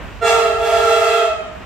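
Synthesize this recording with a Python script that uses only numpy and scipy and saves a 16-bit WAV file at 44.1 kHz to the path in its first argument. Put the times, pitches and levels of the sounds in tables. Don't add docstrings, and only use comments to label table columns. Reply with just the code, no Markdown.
import sys
import numpy as np
from scipy import signal
from scipy.fft import rfft, irfft, next_fast_len
from scipy.io import wavfile
from scipy.ndimage import map_coordinates

SR = 44100
rng = np.random.default_rng(int(sys.argv[2]) if len(sys.argv) > 2 else 0)


def field_ratio(decibels):
    return 10 ** (np.asarray(decibels, dtype=float) / 20)


def put_to_file(sound):
    columns = np.atleast_2d(sound).T
    safe = np.clip(columns, -1, 1)
    whole_steps = np.round(safe * 32767)
    wavfile.write(sys.argv[1], SR, whole_steps.astype(np.int16))


N = 72765
T = np.arange(N) / SR


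def unit(x):
    return x / np.sqrt(np.mean(x ** 2) + 1e-20)


def along(points, hz):
    f, v = np.transpose(points)
    return np.interp(np.log(hz + 1), np.log(f + 1), v)


def wobble(rate_hz):
    knots = rng.standard_normal(int(N * 40 / SR) + 4)
    return map_coordinates(knots, [np.arange(N) * min(rate_hz, 40) / SR])


def filtered(x, response):
    m = next_fast_len(N + SR // 2)
    gain = response(np.fft.rfftfreq(m, 1 / SR))
    return irfft(rfft(x, m) * gain, m)[..., :N]


def rush(spectrum, alike):
    a, b = filtered(rng.standard_normal((2, N)), lambda hz: field_ratio(along(spectrum, hz)))
    u = np.arccos(np.clip(alike, 0, 1)) / 2
    left = np.cos(u) * a + np.sin(u) * b
    right = np.cos(u) * a - np.sin(u) * b
    return unit(np.array([left, right]))


# (time [s], level [dB])
GUST_LEVELS = [(0.0, -40), (0.026, -33.5), (0.334, -40), (0.352, -35), (0.426, -48), (0.458, -34.5),
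               (1.028, -41.5), (1.25, -52), (1.304, -39), (1.502, -45), (1.558, -37), (1.65, -39)]
# (frequency [Hz], level [dB])
RUMBLE_SPECTRUM = [(15, -35), (25, -13), (40, -6), (60, 1), (95, 0.5), (125, -11), (170, -48)]
ENGINE_HZ, ENGINE_DB = 52.1, -2


def rumble():
    level = field_ratio(ENGINE_DB + 1.7 * wobble(8.8))
    hz = ENGINE_HZ * (1 + 0.032 * wobble(7.7))
    engine = level * np.sin(2 * np.pi * np.cumsum(hz) / SR)
    gust = field_ratio(np.interp(T, *np.transpose(GUST_LEVELS)) - 1.0)
    return gust * (rush(RUMBLE_SPECTRUM, alike=0.25) + engine) * field_ratio([[-3], [3]])


# (frequency [Hz], level [dB])
ROAD_SPECTRUM = [(90, -27), (140, -0.5), (280, -5), (400, -8), (650, -7), (1300, -9), (2900, -15),
                 (3800, -26), (6000, -70)]
# (frequency [Hz], level [dB])
FAR_SPECTRUM = [(3000, -33), (3600, 0), (8300, -9.5), (8800, -26), (12000, -42), (15500, -56)]
ROAD_DB, FAR_DB = -35, -53.5


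def road_noise():
    near = field_ratio(ROAD_DB + 1.44 * wobble(5.88)) * rush(ROAD_SPECTRUM, alike=0.61)
    return near + field_ratio(FAR_DB) * rush(FAR_SPECTRUM, alike=0.16)


OPEN_S, ATTACK_S, SHUT_S, RELEASE_S = 0.203, 0.025, 1.311, 0.033


def valve(delay_s, shut_offset_s, slow=1):
    rise = np.clip((T - OPEN_S - delay_s) / ATTACK_S, 0, 1) ** 1.5
    return rise * np.exp(-np.maximum(T - SHUT_S - shut_offset_s, 0) / (slow * RELEASE_S))


FLUTTER_DB = 2.5
SHARP, SETTLE_S = 0.014, 0.0397
SAG_PER_DB, RELEASE_SAG, JITTER = 0.0005, 0.035, 0.001206
BODY_FOLLOWS, EDGE_FOLLOWS = 0.29, 0.22
BLARE_DB_PER_OCT, BLARE_S, BLARE_WIDE_S = 3, 0.2724, 0.049
ROLL_DB_PER_OCT, UNEVEN_DB = 12, 1


def trumpet(hz, delay_s, shut_offset_s, levels_db, drop_db):
    settle = np.exp(-np.maximum(T - OPEN_S - delay_s, 0) / SETTLE_S)
    bend = 1 + SHARP * settle + SAG_PER_DB * drop_db + JITTER * wobble(25.04)
    bend -= RELEASE_SAG * np.tanh(np.maximum(T - SHUT_S - shut_offset_s, 0) / 0.09)
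    phase = 2 * np.pi * np.cumsum(hz * bend) / SR
    blare = np.exp(-((T - BLARE_S) / BLARE_WIDE_S) ** 2)
    edge_db = EDGE_FOLLOWS * drop_db + BLARE_DB_PER_OCT * blare * (hz / 683) ** 3
    reed = 0
    for k in range(1, 13):
        if k <= 6:
            db = levels_db[k - 1]
        else:
            db = levels_db[-1] - ROLL_DB_PER_OCT * np.log2(k / 6) + UNEVEN_DB * rng.normal()
        level_db = db + BODY_FOLLOWS * drop_db + np.log2(k) * edge_db
        flutter_db = FLUTTER_DB * np.tanh(k / 2) * wobble(13.97)
        reed = reed + field_ratio(level_db + flutter_db) * np.cos(k * phase + rng.normal(0, 0.38))
    opening = valve(delay_s, shut_offset_s, (683 / hz) ** 1.5)
    return opening * np.sqrt(2) * reed, phase


# (multiples of low, mid, high trumpet [ratio], level [dB], drift [dB/s])
AIR_LINE_TONES = [((1, 0, 1), -51.5, 4.3), ((0, 1, 1), -45.5, -1.5), ((-1.1, 0.94, 1), -43, -7),
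                  ((-1, 2, 0.99), -30.5, -23), ((-2, 2, 0.99), -28.5, -22)]


def sum_tones(phases, drop_db):
    out = np.zeros(N)
    for times, db, drift_db_s in AIR_LINE_TONES:
        tone = np.sqrt(2) * np.sin(np.dot(times, phases))
        level_db = db + drift_db_s * T + drop_db + FLUTTER_DB * wobble(7.93)
        out += valve(0.03, -0.053) * field_ratio(level_db) * tone
    return out


# (frequency [Hz], level [dB])
HISS_SPECTRUM = [(1200, -20), (3000, -5), (4000, -3.5), (5000, -6.5), (8300, -4), (8800, -11), (13500, -16),
                 (15700, -26)]
HISS_DB, GATED = -39.5, 0.32


def air_puffs(phases, drop_db):
    gate = np.sum(np.cos(phases), axis=0)
    puffs = unit(rush(HISS_SPECTRUM, alike=0.99)[0] * np.exp(GATED * gate))
    return valve(0.0046, -0.051) * field_ratio(HISS_DB + drop_db) * puffs


# (time [s], level [dB])
AIR_PRESSURE = [
    (0.236, -44),
    (0.278, -31.5),
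    (0.458, -41),
    (0.572, -50.5),
    (0.656, -37),
    (1.048, -36),
    (1.178, -38.5),
    (1.376, -53.5),
    (1.4, -54),
]
# (pitch [Hz], delay [s], shut offset [s], levels of partials 1-6 [dB])
REEDS = [
    (415.5, 0.0118, -0.068, [-27.5, -34.5, -36, -39, -49.5, -48.5]),
    (458.5, 0.0018, -0.056, [-23.5, -37, -36, -40.5, -43.5, -47]),
    (682.8, 0.0022, 0.0049, [-23.5, -26, -40, -35, -41, -47]),
]
FULL_DB, ATTACK_LEAD_DB = -36.5, 5


def horn():
    drop_db = np.interp(T, *np.transpose(AIR_PRESSURE)) - FULL_DB
    lead_db = ATTACK_LEAD_DB * np.clip((AIR_PRESSURE[1][0] - T) / 0.045, 0, 1)
    chord, phases = np.zeros(N), []
    for hz, delay_s, shut_offset_s, levels_db in REEDS:
        tone, phase = trumpet(hz, delay_s, shut_offset_s, levels_db, drop_db)
        chord += field_ratio(lead_db) * tone
        phases.append(phase)
    return chord + sum_tones(phases, drop_db) + air_puffs(phases, drop_db)


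# (frequency [Hz], level difference [dB])
DIRECT_BALANCE = [(450, -5), (700, -2), (1400, -9), (5000, 5.5), (12000, -16)]


def direct(x):
    return filtered(x, lambda hz: field_ratio(np.outer([0.5, -0.5], along(DIRECT_BALANCE, hz))))


# (truck abreast [s], distance from lane [m], level [dB], left-right [dB])
HOUSE_FRONTS = [(1.17, 7, 0.5, -1.5), (.95, 8, -6, 3), (-.3, 8, -8, -3.5), (.45, 7, -7.5, 1.5),
                (1.8, 10, -11, -4.5), (.1, 10, -9, 0.5), (8, 12, -6, 2), (-2.5, 12, -6, -2),
                (0.8, 35, -16.5, 3), (-0.76, 22, -12.5, -3)]
# (frequency [Hz], level [dB])
WALL_RETURN = [(300, -18.5), (450, -10.5), (680, 1.5), (1400, -2), (3000, 4.5), (8000, 3), (15000, -9)]
SPEED_M_S, START_M, KERB_M = 14.5, 70, 4.01
CLUTTER_DB, BACK_DB, SHIMMER_DB = -13, -2, 3
PORT_S = 0.0002


def houses(x):
    draw = rng.uniform(size=(16, 4))
    clutter = [(-1.5 + 4.5 * a, 4 + 14 * b, CLUTTER_DB + 6 * c, 10 * d - 5) for a, b, c, d in draw]
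    direct_m = np.hypot(START_M - SPEED_M_S * T, KERB_M)
    coeffs = signal.cspline1d(x)
    out = np.zeros((2, N))
    for abreast_s, side_m, db, pan_db in HOUSE_FRONTS + clutter:
        ahead_m = SPEED_M_S * (abreast_s - T)
        reach_m = np.hypot(ahead_m, side_m)
        return_m = np.hypot(START_M - SPEED_M_S * abreast_s, side_m)
        extra_m = np.maximum(reach_m + return_m - direct_m, 0)
        level_db = db + SHIMMER_DB * wobble(11.98) + BACK_DB * (1 - ahead_m / reach_m)
        beam = field_ratio(level_db) * side_m / reach_m
        for ch, sign in enumerate((1, -1)):
            late = (extra_m / 343 - sign * PORT_S * pan_db / 10) * SR
            echo = map_coordinates(coeffs, [np.arange(N) - late], prefilter=False)
            out[ch] += beam * field_ratio(sign * pan_db / 2) * echo
    return filtered(out, lambda hz: field_ratio(along(WALL_RETURN, hz)))


# (frequency [Hz], t60 [s])
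STREET_T60 = [(300, 0.58), (1500, 0.71), (6000, 0.36)]
STREET_DB, STREET_S = -9, 0.04


def street(x):
    hz, t, z = signal.stft(rng.standard_normal((2, SR)), SR, nperseg=256)
    decay = field_ratio(-60 * t / along(STREET_T60, hz)[:, None])
    tail = signal.istft(z * decay, SR, nperseg=256)[1]
    late = np.pad(x, ((0, 0), (int(STREET_S * SR), 0)))
    wet = signal.fftconvolve(late, tail / np.linalg.norm(tail[0]), axes=1)[:, :N]
    return field_ratio(STREET_DB) * wet


DUCK_DB, DUCK_S, RECOVER_S = 10.5, 0.44, 0.12


def gain_control():
    sink = 1 - np.exp(-np.maximum(T - OPEN_S, 0) / DUCK_S)
    recover = np.exp(-np.maximum(T - SHUT_S, 0) / RECOVER_S)
    return field_ratio(-DUCK_DB * sink * recover)


def scene():
    traffic = rumble() + gain_control() * road_noise()
    blast = horn()
    near = direct(blast) + houses(blast)
    return traffic + near + street(near)


def top_cut(x):
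    return signal.sosfilt(signal.butter(12, 15810, fs=SR, output="sos"), x)


def record(dry):
    mix = filtered(dry, lambda hz: hz < 15790)
    return top_cut(mix)


dry = scene()
out = record(dry)
put_to_file(out)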